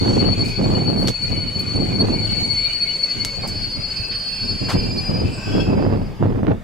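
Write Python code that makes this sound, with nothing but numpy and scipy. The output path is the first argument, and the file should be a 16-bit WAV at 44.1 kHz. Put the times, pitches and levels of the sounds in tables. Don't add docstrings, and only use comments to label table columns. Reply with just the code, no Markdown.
import sys
import numpy as np
from scipy import signal
from scipy.fft import rfft, irfft, next_fast_len
from scipy.io import wavfile
from scipy.ndimage import uniform_filter1d, map_coordinates

SR = 44100
rng = np.random.default_rng(int(sys.argv[2]) if len(sys.argv) > 2 else 0)


def bounce(signal):
    frames = np.transpose(np.atleast_2d(signal))
    limited = np.clip(frames, -1, 1)
    pcm = np.round(limited * 32767).astype(np.int16)
    wavfile.write(sys.argv[1], SR, pcm)


N = 292515

# time in seconds, pitch in Hz, spread of the pitch in Hz,
# left minus right in dB, level of the octave above in dB.
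FIRST_NOTE = [(0, 4434, 20, 6, -31), (2.5, 4431, 15, 5, -29), (3.4, 4440, 13, 5, -30),
              (4.3, 4440, 11, 1, -26), (5.5, 4449, 10, 2, -31)]
SECOND_NOTE = [(3.1, 4936, 24, 2, -35), (3.7, 4925, 15, 2, -35), (6.2, 4942, 13, 2, -37)]
# time in seconds, added level in dB.
FIRST_PRESS = [(.3, 0.5), (.55, -5.5), (.85, -1.5), (2.1, -2), (2.5, 4.5), (3.1, 1), (3.3, -4), (4.05, -2),
               (4.3, -1)]
SECOND_PRESS = [(3.41, -8.5), (3.45, -1), (4.4, -3.5), (5.17, 1.5), (5.29, -11), (5.6, -6)]
# time in seconds, rise in dB.
FIRST_BITES = [(0.408, 8), (1.241, 7), (1.6, 5), (1.765, 9.5), (2.006, 11), (2.549, 3), (2.66, 4),
               (2.838, 4), (3.045, 8), (3.21, 5.5), (3.638, 7), (4.16, 3.5), (4.49, 4), (4.84, 10),
               (4.989, 16), (5.28, 8)]
SECOND_BITES = [(3.11, 11), (3.47, 4.6), (3.62, 6.1), (3.98, 3), (4.3, 3.1), (4.52, 5.1), (4.79, 4.7),
                (5.07, 2.7), (5.2, 2.7)]
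# pitch in Hz, width in Hz, level in dB.
FIRST_RINGS = [(1485, 71, -6), (2232, 136, 1), (2484, 190, -1.5), (2945, 75, -2), (3600, 1100, -13),
               (4430, 90, 7), (6015, 66, -9.5), (6675, 147, -10.5), (7350, 170, -12.5), (10350, 81, -45)]
SECOND_RINGS = [(1547, 36, 3), (2390, 31, -3), (2640, 210, 2), (3046, 52, 1), (3230, 170, -6),
                (4650, 130, -3), (5100, 92, 2.5), (5610, 150, -11), (6930, 180, -16), (7230, 410, -12.5),
                (7630, 41, -27.5)]
# time in seconds, its share from 0 to 1.
HANDOVER = [(2.9, 0.04), (4.0, .75), (4.6, 0.97)]
# middle in seconds, half length in seconds, rise in dB.
SCRAPES = [(0.301, 0.24, 5), (2.55, 0.46, 3.5), (3.19, 0.063, 3.5), (4.68, .17, 2.5), (5.53, 0.15, 5)]
# time in seconds, level in dB.
RUMBLE_LEVELS = [(0, -41), (3, -37), (4.3, -37), (5.5, -35), (6.63, -40)]
# start in seconds, length in seconds, strength in dB, fading time in seconds.
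GUSTS = [(0, 0.29, -17.5, 0.082), (0.363, 0.067, -20.5, 0.028), (0.444, 0.031, -21.5, 0.063),
         (0.567, 0.22, -18, 0.034), (0.794, 0.077, -21.5, 0.069), (0.864, 0.24, -20, 0.016),
         (1.19, 0.085, -29.5, .06), (1.277, 0.063, -23, 0.2), (1.54, 0.34, -27.5, 0.1),
         (1.733, 0.11, -21.5, 0.037), (1.871, 0.17, -22.5, 0.055), (1.976, 0.16, -20.5, 0.12),
         (2.191, 0.29, -27, 0.14), (3.134, .11, -31, .06), (3.346, 0.29, -31, 0.071),
         (3.742, 0.05, -30.5, 0.055), (3.965, 0.028, -32.5, 0.043), (4.09, 0.02, -32.5, .06),
         (4.401, 0.16, -28, 0.018), (4.598, 0.046, -22.5, 0.068), (4.725, 0.02, -15.5, 0.057),
         (4.809, 0.12, -24, 0.062), (4.93, 0.021, -24.5, 0.15), (5.067, 0.12, -21.5, 0.059),
         (5.199, 0.043, -20.5, 0.12), (5.452, .07, -22.5, 0.046), (5.526, 0.051, -17, 0.12),
         (5.658, 0.29, -18, 0.11), (6.186, 0.097, -18.5, 0.1), (6.333, 0.059, -21.5, 0.036),
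         (6.409, 0.033, -19.5, 0.034), (6.458, 0.055, -15.5, .035)]
# frequency in Hz, level in dB.
HISS_COLOUR = [(1500, -1.5), (3500, -4), (4900, 6), (5600, -11.5), (7300, -7.5), (8300, -7), (9300, -10.5),
               (11000, -22), (13300, -16.5), (14000, -31), (15500, -43)]
RUMBLE_COLOUR = [(30, 0), (100, -3.5), (180, 0), (300, -7.5), (600, -8.5), (1000, -15), (1800, -17),
                 (3500, -26.5), (6000, -33.5), (15000, -45)]
BUFFET_COLOUR = [(40, -28), (65, -9.5), (85, -0.5), (105, 5.5), (130, -1), (220, -1.5), (320, -8),
                 (500, -17.5), (800, -44.5), (1500, -63), (4000, -90.5)]
FLUTTER_COLOUR = [(120, -48), (280, 2), (500, 1), (800, -5), (1400, -19), (2500, -28.5), (5000, -46),
                  (12000, -81)]
SWELL_COLOUR = [(15, -13), (24, 11.5), (36, 34), (50, 11.5), (70, 16), (140, -64.5)]
# frequency in Hz, likeness from 0 to 1.
TRAIN_ALIKE = [(60, 0.87), (600, 0.81), (1400, .1), (3000, 0.61), (8500, 0.24), (12000, 0.85)]
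WIND_ALIKE = [(60, 1), (130, 0.75), (300, 0.61), (800, 0.92), (2500, 0.49)]
# frequency in Hz, head start in radians.
PORT_LEAD = [(40, 0.5), (130, 0.98), (340, 1.59), (900, 2), (2500, 1.4)]
# frequency in Hz, left minus right in dB.
PORT_BALANCE = [(100, 2.5), (200, -2), (400, -3.5), (800, -6), (2000, -8.5)]
# start in seconds, length in seconds, level in dB, centre in Hz, width in octaves.
RASPS = [(0.082, 0.13, -43.5, 6160, 0.36), (0.439, 0.073, -44.5, 8000, 0.39),
         (0.374, 0.23, -41, 4870, 0.088), (0.979, 0.083, -48.5, 8000, .5), (1.081, 0.013, -37, 1500, 0.29),
         (1.603, 0.013, -46, 11000, .5), (2.312, 0.24, -49.5, 7300, 0.039),
         (3.431, 0.033, -28.5, 670, 0.58), (3.482, 0.022, -42, 6800, 0.36), (4.11, 0.052, -37, 2360, 0.62),
         (4.684, 0.049, -26, 865, 0.99), (4.688, 0.051, -32, 3500, 0.95), (5.383, 0.18, -45.5, 5150, 0.14),
         (5.332, 0.14, -51, 7650, 0.088)]
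# time in seconds, strength in dB, half width in seconds, left minus right in dB.
POPS = [(0.301, -15, 0.0014, -2), (3.777, -26.5, 0.0016, -11), (4.002, -22.5, 0.0045, 4),
        (4.764, -12, 0.0016, 5), (4.794, -17, 0.0093, 2), (5.251, -13, 0.0017, 4), (5.848, -12, 0.00094, 5),
        (6.2266, -6.5, 0.00059, -9), (6.248, -18, 0.0013, 8), (6.257, -9, 0.00082, -1),
        (6.274, -27, 0.00053, -9), (6.432, -17, 0.00046, -15), (6.469, -17.5, 0.00019, -15),
        (6.513, -11, 0.00084, 1)]
# middle in seconds, half length in seconds, pitch in Hz, level in dB.
CHIRPS = [(0.376, 0.064, 2550, -46), (0.511, 0.11, 2490, -36.5), (0.512, 0.11, 2300, -40),
          (1.473, 0.24, 3000, -43), (2.326, 0.13, 2980, -43), (2.532, 0.28, 2240, -38.5),
          (2.7, 0.073, 2360, -37), (2.729, 0.054, 2910, -35.5), (2.911, 0.03, 2910, -31.5),
          (3.258, 0.066, 2193, -37), (4.053, 0.15, 2634, -38.5), (4.89, 0.68, 2390, -42),
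          (5.353, 0.053, 8000, -45), (5.372, 0.15, 5190, -47), (5.475, 0.39, 2610, -41),
          (5.525, 0.19, 1548, -40), (5.56, 0.14, 5200, -37.5), (5.574, 0.11, 3290, -36),
          (5.66, 0.28, 2610, -49.5), (5.85, .35, 4480, -53)]
# start in seconds, level in dB, centre in Hz, strength of the tail in dB.
CLICKS = [(.454, -37, 11100, -8.5), (1.0748, -5.5, 4520, -24.5), (1.0829, -1.5, 3900, -17),
          (1.094, -15, 5780, -19.5), (1.596, -20.5, 10200, -17.5), (3.249, -3.5, 4700, -19),
          (3.252, -13, 6500, -20), (3.476, -22.5, 7030, -7)]


def amp(db):
    return 10 ** (np.asarray(db) / 20)


def unit(x):
    return x / np.sqrt(np.mean(np.abs(x) ** 2) + 1e-20)


def along(points, hz):
    row_hz, values = np.transpose(points)
    return np.interp(np.log(hz + 1), np.log(row_hz + 1), values)


def curves(rows):
    times, *columns = np.transpose(rows)
    return [np.interp(np.arange(N) / SR, times, column) for column in columns]


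def wobble(rate):
    return map_coordinates(rng.standard_normal(int(N * rate / SR) + 4), [np.arange(N) * rate / SR])


def bump(s, half_s):
    return np.exp(-np.minimum(((np.arange(N) / SR - s) / half_s) ** 2, 50))


def filtered(x, response):
    size = x.shape[-1]
    padded = next_fast_len(size + 8192)
    return irfft(rfft(x, padded) * response(np.fft.rfftfreq(padded, 1 / SR)), padded)[..., :size]


def band(x, centre_hz, octaves):
    return filtered(x, lambda hz: np.exp(-.5 * (np.log2((hz + 1) / centre_hz) / octaves) ** 2))


def levelled(x, seconds):
    power = np.mean(np.abs(np.atleast_2d(x)) ** 2, axis=0)
    size = max(int(seconds * SR), 2)
    return x / np.sqrt(np.abs(uniform_filter1d(uniform_filter1d(power, size), size)) + 1e-20)


def pan(left_db):
    return amp(np.array([[.5], [-.5]]) * left_db)


def shaped(colour):
    return lambda hz: amp(along(colour, hz))


def rush(gain, alike, patchy_db, size=(4, 12)):
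    slices = signal.stft(rng.standard_normal((2, N)), nperseg=1024)[2]
    patches = uniform_filter1d(rng.standard_normal(slices.shape[1:]), size[0], 0)
    patches = uniform_filter1d(patches, size[1], 1)
    pair = signal.istft(slices * amp(patchy_db * unit(patches)), nperseg=1024)[1][:, :N]
    spread = lambda hz: np.arccos(np.clip(along(alike, hz), -1, 1)) / 2
    mid, side = filtered(pair, lambda hz: gain(hz) * np.array([np.cos(spread(hz)), np.sin(spread(hz))]))
    return unit(np.array([mid + side, mid - side]))


def tremor(width_hz):
    real, imaginary = filtered(rng.standard_normal((2, N)), lambda hz: 1 / (1 + (hz / width_hz) ** 2))
    return unit(real + 1j * imaginary)


def add(track, s, sound):
    room = track[:, round(s * SR):][:, :sound.shape[-1]]
    room += sound[..., :room.shape[-1]]


def squeal_level(press, bites, held_db, full_s, release_s, build_db_per_s, fade_db_per_s):
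    t = np.arange(N) / SR
    drop_db = build_db_per_s * np.maximum(full_s - t, 0) + fade_db_per_s * np.maximum(t - release_s, 0)
    bite_s, slip = 0.018, 0.36
    flare_db = sum(db * ((1 + slip) * bump(s, bite_s) - slip * bump(s, 2.4 * bite_s)) for s, db in bites)
    pulsing_db = 1.4 * np.sin(2 * np.pi * 15.7 * t + 3.6 * wobble(2.7))
    return held_db + curves(press)[0] - drop_db + flare_db + pulsing_db


def squeal(level_db, note, direct, third_harmonic_db):
    hz, width_hz, left_db, octave_db = curves(note)
    phase = 2 * np.pi * np.cumsum(hz) / SR
    clock = np.cumsum(width_hz) / width_hz.max()
    echoes = lambda k: np.interp(clock, np.arange(N), tremor(k * width_hz.max()))
    tone = np.zeros((2, N))
    for k, db in enumerate([0, octave_db, third_harmonic_db], 1):
        paths = direct + echoes(k) + 0.5 * np.array([[1], [-1]]) * echoes(k)
        tone += amp(db) * np.sqrt(2) * np.real(levelled(paths, 0.068) * np.exp(1j * k * phase))
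    return tone * amp(level_db) * pan(left_db)


def ringing(rings):
    return lambda hz: np.sqrt(sum(amp(db) ** 2 / (1 + ((hz - pitch) / width) ** 2) ** 2
                                  for pitch, width, db in rings))


def grinding():
    grind_db = -37 + sum(db * bump(s, half_s) for s, half_s, db in SCRAPES)
    share, = curves(HANDOVER)
    first = rush(ringing(FIRST_RINGS), TRAIN_ALIKE, patchy_db=4.6, size=(3, 6))
    second = amp(-4.5) * rush(ringing(SECOND_RINGS), TRAIN_ALIKE, patchy_db=5, size=(2, 11))
    clear_s = 5.61
    fade_db = -np.clip(30 * (np.arange(N) / SR - clear_s), 0, 34)
    grind = amp(grind_db + fade_db) * (np.sqrt(1 - share) * first + np.sqrt(share) * second)
    sliding = rush(shaped(HISS_COLOUR), TRAIN_ALIKE, patchy_db=3)
    hiss = amp(-44.5 + 3.4 * fade_db) * sliding
    surge = amp(wobble(14))
    return surge * (grind * pan(2.7) + hiss * pan(1.5))


def rumble():
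    level_db = curves(RUMBLE_LEVELS)[0] + 0.12 * wobble(12)
    return amp(level_db) * rush(shaped(RUMBLE_COLOUR), TRAIN_ALIKE, patchy_db=3) * pan(.8)


def gusts():
    breeze_db, rise_s = -50, 0.024
    t, power = np.arange(SR) / SR, np.full((1, N + SR), amp(breeze_db) ** 2)
    rise = np.minimum(t / rise_s, 1)
    for s, length, db, fade_s in GUSTS:
        fall = np.exp(-np.maximum(t - length, 0) / fade_s)
        add(power, s, (amp(db) * rise * fall) ** 2)
    return power[0, :N]


def wind():
    power = gusts()
    gust_db = 10 * np.log10(power) + 20
    buffet = rush(shaped(BUFFET_COLOUR), WIND_ALIKE, patchy_db=0)
    thud = band(buffet, centre_hz=99, octaves=0.65)
    body = thud + amp(3 + 0.56 * gust_db) * (buffet - thud)
    body = levelled(body * amp(2.1 * wobble(60)), seconds=0.053)
    flutter = rush(shaped(FLUTTER_COLOUR), WIND_ALIKE, patchy_db=1)
    flutter = levelled(flutter * amp(2.8 * wobble(45) + 4 * wobble(350)), seconds=0.04)
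    swirls = np.sqrt(power) * (amp(0.98) * body + amp(-8 + 0.73 * gust_db) * flutter)
    lead = lambda hz: np.exp(1j * np.array([[-.5], [.5]]) * along(PORT_LEAD, hz))
    at_ports = filtered(swirls, lambda hz: pan(along(PORT_BALANCE, hz)) * lead(hz))
    slow_gust_db = 10 * np.log10(uniform_filter1d(power, int(0.26 * SR))) + 20
    swell = levelled(rush(shaped(SWELL_COLOUR), alike=[(40, .85)], patchy_db=2), seconds=0.25)
    return at_ports + amp(-32.5 + 0.5 * slow_gust_db) * swell * pan(2)


def rasps():
    track, t = np.zeros((2, N)), np.arange(SR // 2) / SR
    for s, length, db, centre_hz, octaves in RASPS:
        noise = rng.standard_normal(len(t)) + 0.66 * rng.standard_normal((2, len(t)))
        grains = noise * amp(2 * wobble(500)[:len(t)])
        stroke = (1 - np.exp(-t / (0.057 * length))) / (1 + (t / length) ** 6)
        add(track, s, amp(db) * stroke * unit(band(grains, centre_hz, octaves)))
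    return track


def pops():
    track, t = np.zeros((2, N)), np.arange(-SR // 25, SR // 25) / SR
    for s, db, half_s, left_db in POPS:
        push = 1 / np.cosh(t / half_s * 2.54)
        suction = np.exp(-(t / half_s / 4) ** 2) / 7.8
        add(track, s + t[0], amp(db + 2.5) * (push - suction) * np.hanning(len(t)) * pan(left_db))
    hum_hz, width_hz = 104, 22
    hum = filtered(track, lambda hz: 1j * hz * width_hz / (hum_hz ** 2 - hz ** 2 + 1j * hz * width_hz))
    return track + amp(13.5) * hum


def chirps():
    track, t = np.zeros((2, N)), np.arange(N) / SR
    flicker = levelled(tremor(25) + 0.53 * np.array([[1], [-1]]) * tremor(30), seconds=0.087)
    clock = t + np.cumsum(.009 * wobble(32)) / SR
    for s, half_s, hz, db in CHIRPS:
        near = np.abs(t - s) < 2 * half_s
        swell = amp(db) * np.exp(-2 * ((t[near] - s) / half_s) ** 2)
        tone = np.real(flicker[:, near] * np.exp(2j * np.pi * hz * clock[near]))
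        track[:, near] += np.sqrt(2) * swell * tone
    return track * pan(4)


def clicks():
    track, t = np.zeros((2, N)), np.arange(SR // 2) / SR
    for s, db, centre_hz, tail_db in CLICKS:
        snap = np.sin(2 * np.pi * centre_hz * t) * np.exp(-1.1 * centre_hz * t)
        noise = rng.standard_normal(len(t)) + rng.standard_normal((2, len(t)))
        scatter = unit(band(noise, centre_hz, octaves=0.77))
        crack = 0.22 * amp(-60 * t / 0.0056)
        tail = amp(tail_db - 6) * amp(-60 * t / 0.11)
        add(track, s, amp(db) * (snap + scatter * (crack + tail)))
    return track


def scene():
    first_db = squeal_level(FIRST_PRESS, FIRST_BITES, held_db=-25, full_s=0, release_s=4.5,
                            build_db_per_s=30, fade_db_per_s=26)
    first = squeal(first_db, FIRST_NOTE, direct=0.46, third_harmonic_db=-51)
    second_db = squeal_level(SECOND_PRESS, SECOND_BITES, held_db=-30.5, full_s=4, release_s=5.5,
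                             build_db_per_s=10, fade_db_per_s=31)
    second = squeal(second_db, SECOND_NOTE, direct=0.69, third_harmonic_db=-58.5)
    train = first + second + grinding() + chirps() + rumble() + clicks() + rasps()
    return train + wind() + pops()


def record(dry):
    return filtered(np.clip(dry, -1, 1), lambda hz: hz < 15750)


dry = scene()
out = record(dry)
bounce(out)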